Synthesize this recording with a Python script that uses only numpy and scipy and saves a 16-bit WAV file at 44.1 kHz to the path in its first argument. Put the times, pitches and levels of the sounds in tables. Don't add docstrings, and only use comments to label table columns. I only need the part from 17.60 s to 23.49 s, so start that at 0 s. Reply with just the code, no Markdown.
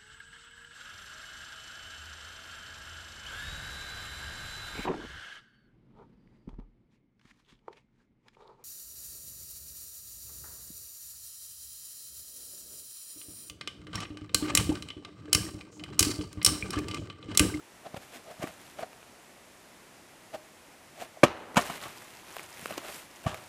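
import sys
import numpy as np
from scipy import signal
from scipy.fft import rfft, irfft
from scipy.io import wavfile
from scipy.ndimage import uniform_filter1d

SR = 44100
rng = np.random.default_rng(int(sys.argv[2]) if len(sys.argv) > 2 else 0)


def generate_wav(signal):
    frames = np.transpose(np.atleast_2d(signal))
    scaled = np.clip(frames, -1, 1) * 32767
    pcm = np.round(scaled).astype(np.int16)
    wavfile.write(sys.argv[1], SR, pcm)


N = 259616
TIME = np.arange(N) / SR
AGE = TIME[:SR // 4]


# f/Hz, t60/s, level/dB struck on an end, level/dB struck on a side
WALL_MODES = [(262, 0.071, -0.5, -23.5), (345, 0.059, 6.5, -23.5), (485, 0.048, 5.5, -26),
              (584, 0.056, 13, -23.5), (692, 0.057, -18, -5), (760, 0.023, -13, -5), (1070, 0.03, -18, -14),
              (1152, 0.059, -6, -8), (1262, 0.093, -8, -32), (1420, 0.033, -33, -65),
              (1595, 0.048, 15, -53), (1690, 0.037, -14, -23), (1813, 0.064, -17, -19),
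              (2273, 0.038, -3, -14.5), (2377, 0.061, -9.5, -31), (2800, .05, -38, -51),
              (2910, 0.12, -52, -40), (2990, 0.061, -25, -27)]
# t/s, wall ring level/dB, side share (0-1), thump f/Hz, thump level/dB, crunch level/dB
BOX_BLOWS = [(.838, -26.5, 0.6, 293, -25.5, -49.5), (3.6322, 0.93, 0.37, 138, -12, -14.5),
             (3.6346, -16, 0.7, 320, -22, -4.5), (3.6447, -12, 0.8, 202, -21.5, -28),
             (3.958, -43, 0.92, 191, -35, -25.5), (3.9677, -14, 0.75, 177.5, -14, -11.5),
             (3.9725, -8.5, 1, 213, -24.5, -17), (3.988, -15, 1, 160, -34, -43),
             (4.097, -25.5, 0.84, 182, -40, -33.5), (4.232, -37, 0.8, 131, -59, -41),
             (4.254, -29.5, 0.7, 114, -49.5, -41), (5.177, -33, 0.7, 329, -31.5, -41),
             (5.664, -18, 1, 201, -26.5, -47)]
# f/Hz, level/dB
CRUNCH_COLOUR = [(100, -6), (400, -4.5), (800, 4), (1300, 3.5), (2000, -8), (2900, -3), (4500, -14),
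                 (7000, -14), (10000, -20), (15000, -32.5)]
# f/Hz, level/dB
CLAP_COLOUR = [(50, 0), (140, -5.5), (600, -2.5), (1500, -4), (3000, -8), (6000, -15), (15000, -30)]
CRUSH_S, CRUSH_GROWTH = 0.006, 0.28


def box_blows(swell_s=0.0017, clap_db=15):
    ahead, around = np.zeros(N), np.zeros(N)
    hz, t60, end_db, side_db = np.transpose(WALL_MODES)[:, :, None]
    polarity = (-1) ** np.arange(len(WALL_MODES))[:, None]
    rings = polarity * np.sin(2 * np.pi * hz * AGE) * np.exp(-np.log(1000) * AGE / t60)
    swell = 1 - np.exp(-AGE / swell_s)
    clap = colour(signal.unit_impulse(len(AGE)), CLAP_COLOUR)

    for s, ring_db, side, thump_hz, thump_db, crunch_db in BOX_BLOWS:
        mode_db = end_db + np.clip(side, 0, 1) * (side_db - end_db)
        walls = (undb(ring_db + mode_db) * rings).sum(axis=0)
        pumped_air = undb(thump_db) * thump(thump_hz, cycles=0.9)
        crush_s = CRUSH_S * undb(-CRUSH_GROWTH * crunch_db)
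        crush = swell * np.exp(-AGE / crush_s)
        crunch = undb(crunch_db) * burst(crush, CRUNCH_COLOUR, rate=9000)
        add(ahead, s, swell * walls + pumped_air + crunch)
        add(around, s, undb(ring_db + clap_db) * clap)
    return ahead, around


LANDS_S, TURN_S = 3.975, 0.14
ROLL_DB, ROLL_FADE_DB_PER_S, TURN_DB = -39, 36.5, 2


def rolling(onset_s=0.0052):
    t = np.maximum(TIME - LANDS_S, 0)
    level_db = ROLL_DB - ROLL_FADE_DB_PER_S * t + TURN_DB * np.cos(2 * np.pi * t / TURN_S)
    return np.minimum(t / onset_s, 1) * undb(level_db)


# t/s, scuff level/dB, fall/s, grit level/dB
HAND_GRIPS = [(.267, -37.5, 0.0087, -64), (.345, -35, 0.0033, -61), (.371, -34, .0045, -43.5),
              (.558, -51, 0.025, -45), (.68, -47.5, 0.017, -68), (.712, -42.5, 0.013, -53.5),
              (.832, -33.5, 0.0098, -38.5), (.882, -46, 0.019, -47), (1.193, -37, 0.0081, -57),
              (1.209, -44, 0.013, -45.5), (1.231, -31.5, 0.0084, -54), (2.747, -37, 0.0062, -46),
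              (2.756, -38.5, 0.0079, -51), (3.423, -40.5, 0.019, -42), (5.11, -38, 0.006, -39.5),
              (5.18, -37, 0.0027, -32.5), (5.25, -43.5, 0.016, -46.5), (5.297, -39.5, 0.0083, -63),
              (5.672, -31.5, 0.0072, -52), (5.728, -45, 0.023, -65)]
# f/Hz, level/dB
PALM_COLOUR = [(80, -26), (300, -14), (480, -7), (640, 3.5), (760, 0), (900, -13.5), (1200, -10.5),
               (2200, -19.5), (4000, -25), (14000, -50)]
# f/Hz, level/dB
GRIT_COLOUR = [(100, -2), (400, 4.5), (1000, -1), (2500, 2.5), (4500, -7), (8000, -7), (12000, -11.5),
               (15000, -16)]
GRIP_RISE, BUMP_HZ, BUMP_DB = 1.33, 227, -4


def hands():
    out = np.zeros(N)
    lead = AGE[-1] / 2
    t = AGE - lead
    for s, db, fall, grit_db in HAND_GRIPS:
        pressure = np.exp(-np.maximum(-t / GRIP_RISE, t) / fall)
        scuff = undb(db) * burst(pressure, PALM_COLOUR, rate=4000)
        grit = undb(grit_db) * burst(pressure, GRIT_COLOUR, rate=7000)
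        add(out, s - lead, scuff + grit)
        add(out, s - .003, undb(db + BUMP_DB) * thump(BUMP_HZ, cycles=0.34))
    return out


# t/s, peak level/dB
BOX_TAPS = [(.369, -32.5), (1.191, -32), (1.2285, -35), (2.7435, -30.5), (2.755, -33.5), (3.4215, -31),
            (3.571, -38), (5.107, -36)]
TAP_HZ, TAP_S = 648, 0.0019


def taps():
    out = np.zeros(N)
    ring = np.sin(2 * np.pi * TAP_HZ * AGE) * AGE / TAP_S * np.exp(1 - AGE / TAP_S)
    for s, db in BOX_TAPS:
        add(out, s, undb(db) * ring)
    return out


# t/s, peak level/dB, ring f/Hz
TWIG_SNAPS = [(0.874, -27, 2290), (1.331, -35, 2840), (1.429, -36.5, 2650), (3.945, -29, 980),
              (4.7667, -24, 770), (4.7947, -27.5, 2300), (4.994, -30, 1970), (5.058, -18.5, 1150),
              (5.1247, -28.5, 2870), (5.178, -32, 2380), (5.745, -20, 1170)]
# f/Hz, level/dB
SPLINTER_COLOUR = [(100, -7), (400, 10), (2500, 5), (4500, -12), (8000, -12), (15000, -10)]
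# t/s, thud level/dB, f/Hz
FOOTSTEPS = [(.341, -37.5, 160), (0.369, -38, 109), (0.796, -36, 153), (0.834, -32, 150), (5.025, -39, 172),
             (5.116, -36, 226), (5.66, -20, 112)]
TWIG_S, TWIG_POWER = 0.0014, 0.68
LITTER_DB, LITTER_S, LITTER_GROWTH = -14, 0.46, .95


def underfoot(splinter=1.36, sole_s=0.0084):
    out = np.zeros(N)
    for s, db, hz in TWIG_SNAPS:
        fade = np.exp(-AGE / TWIG_S * (hz / 1000) ** TWIG_POWER)
        ring = fade * np.sin(2 * np.pi * hz * AGE)
        snap = ring + splinter * burst(fade, SPLINTER_COLOUR, rate=17000)
        add(out, s, undb(db) * snap / np.abs(snap).max())
    for s, db, hz in FOOTSTEPS:
        litter_s = LITTER_S * undb(LITTER_GROWTH * db)
        weight = (1 - np.exp(-AGE / sole_s)) * np.exp(-AGE / litter_s)
        litter = undb(LITTER_DB) * burst(weight, CRUNCH_COLOUR, rate=5000)
        add(out, s, undb(db) * (thump(hz, cycles=0.49) + litter))
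    return out


# t/s, stirring level/dB, half length/s
GRASS_SWEEPS = [(.42, -58, .06), (.97, -58, .22), (4.48, -55, .14), (4.76, -50.5, .1), (5.05, -46, .1),
                (5.32, -46, .08), (5.72, -54, .2)]
# f/Hz, level/dB
BLADE_COLOUR = [(100, 2), (400, 1.5), (1000, 2), (2500, 2.5), (4500, -4.5), (8000, -9.5), (12000, -13),
                (15000, -14.5)]


def grass(flutter_db=1.66, blades_db=-1, needles_db=-7, tips_db=-9):
    power = rolling() ** 2
    for s, db, half_s in GRASS_SWEEPS:
        power = power + undb(db) ** 2 * np.exp(-((TIME - s) / half_s) ** 2)
    stir = np.sqrt(power) * undb(flutter_db * walk(60))
    crackle = colour(grains(N, rate=10000, spread_db=2.5), BLADE_COLOUR)
    return stir * (undb(blades_db) * crackle + undb(needles_db) * needles() + undb(tips_db) * tips())


def needles(rate=22, sharpness=5, count=9):
    snaps = np.zeros(N)
    for hz in np.geomspace(900, 9000, count):
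        clicks = unit(grains(N, rate=rate, spread_db=1.0))
        b, a = signal.iirpeak(hz, sharpness, fs=SR)
        snaps += signal.lfilter(b, a, clicks) / np.sqrt(hz)
    return unit(snaps)


def tips(low_hz=6000, high_hz=13000):
    ticks = grains(N, rate=10000, spread_db=2.5)
    band = signal.butter(2, [low_hz, high_hz], "band", fs=SR, output="sos")
    return unit(signal.sosfilt(band, ticks))


SWISH_S, SWISH_DB, SWISH_WIDTH_S = 5.355, -51, .05


def swish():
    sweep = np.exp(-.5 * ((TIME - SWISH_S) / SWISH_WIDTH_S) ** 2)
    return undb(SWISH_DB) * tips() * sweep


# f/Hz, level/dB
TRUNK_COLOUR = [(60, -10.5), (300, -1), (900, -1.5), (2500, -7.5), (15000, -12)]
ECHO_S, ECHO_DB = .051, -29


def forest(x, near_db=-26, near_t60=0.31, far_db=-27, far_t60=1.22, absorb_hz=4500):
    t = TIME[:SR]
    arrival = np.clip((t - .016) / .012, 0, 1)
    scatter = grains(SR, rate=12000, spread_db=1.0) * undb(1.0 * walk(90)[:SR]) * arrival
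    near = scatter * np.exp(-np.log(1000) * t / near_t60)

    hz, spectrum, far = np.fft.rfftfreq(SR, 1 / SR), rfft(scatter), 0
    edges = [0, 700, 1400, 2200, 3200, 4500, 7000, 16000]
    for lo, hi in zip(edges, edges[1:]):
        t60 = far_t60 / (1 + ((lo + hi) / 2 / absorb_hz) ** 2)
        band = irfft(spectrum * (hz >= lo) * (hz < hi), SR)
        far = far + band * np.exp(-np.log(1000) * t / t60)

    echoes = undb(near_db) * near / np.linalg.norm(near) + undb(far_db) * far / np.linalg.norm(far)
    echoes[int(ECHO_S * SR)] += undb(ECHO_DB)
    return signal.fftconvolve(x, colour(echoes, TRUNK_COLOUR))[:N]


# f/Hz, level/dB
AIR_COLOUR = [(25, -3.5), (70, -7.5), (160, -5), (350, -2), (450, -5.5), (650, -4), (950, -6.5), (1400, -9),
              (1950, -8.5), (4200, -16), (7500, -16.5), (11000, -19), (15000, -28.5)]
AIR_DB = -54.5


def air(drift_db=0.05):
    return undb(AIR_DB + drift_db * walk(3.43)) * colour(rng.standard_normal(N), AIR_COLOUR)


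def undb(db):
    return 10 ** (np.asarray(db) / 20)


def unit(x):
    return x / np.sqrt(np.mean(x ** 2))


def add(out, s, x):
    i = max(int(s * SR), 0)
    out[i:i + len(x)] += x[:max(N - i, 0)]


def colour(x, points, size=2048):
    hz, db = np.transpose(points)
    log_hz = np.log(np.fft.rfftfreq(size, 1 / SR) + 1)
    log_gain = np.log(undb(np.interp(log_hz, np.log(hz), db)))
    cepstrum = irfft(log_gain)
    cepstrum[1:size // 2] *= 2
    cepstrum[size // 2 + 1:] = 0
    response = irfft(np.exp(rfft(cepstrum)))
    return signal.fftconvolve(x, response / np.linalg.norm(response))[:len(x)]


def grains(count, rate, spread_db):
    sizes = undb(spread_db * np.minimum(rng.exponential(size=count), 5))
    return unit(sizes * rng.standard_normal(count) * (rng.random(count) < rate / SR))


def burst(envelope, points, rate):
    x = colour(grains(len(envelope), rate, spread_db=2.0) * envelope, points)
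    return x * np.linalg.norm(envelope) / np.linalg.norm(x)


def walk(rate):
    k = int(SR / rate)
    steps = np.repeat(rng.standard_normal(N // k + 1), k)[:N]
    return unit(uniform_filter1d(steps, k))


def thump(hz, cycles):
    u = AGE * hz / cycles
    return -np.sin(2 * np.pi * hz * AGE) * u ** 2 * np.exp(2 - 2 * u)


def scene():
    knocks, claps = box_blows()
    held = hands() + taps()
    ground = underfoot() + grass() + swish()
    screened = .35 * held
    echoes = forest(claps + screened + ground)
    return (knocks + held + ground + echoes + air())[None]


TOP_HZ = 15250


def record(dry, limit_db=-6, release_db_per_s=15, low_cut_hz=55):
    x = signal.sosfilt(signal.butter(2, low_cut_hz, "high", fs=SR, output="sos"), dry)
    power = uniform_filter1d(x[0] ** 2, SR // 250)
    over_db = np.maximum(10 * np.log10(np.abs(power) + 1e-12) - limit_db, 0)
    recovery = release_db_per_s * TIME
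    duck_db = np.maximum.accumulate(over_db + recovery) - recovery
    limited = np.clip(x * undb(-duck_db), -.94, .94)
    return signal.sosfilt(signal.ellip(10, .2, 80, TOP_HZ, fs=SR, output="sos"), limited)


dry = scene()
out = record(dry)
generate_wav(out)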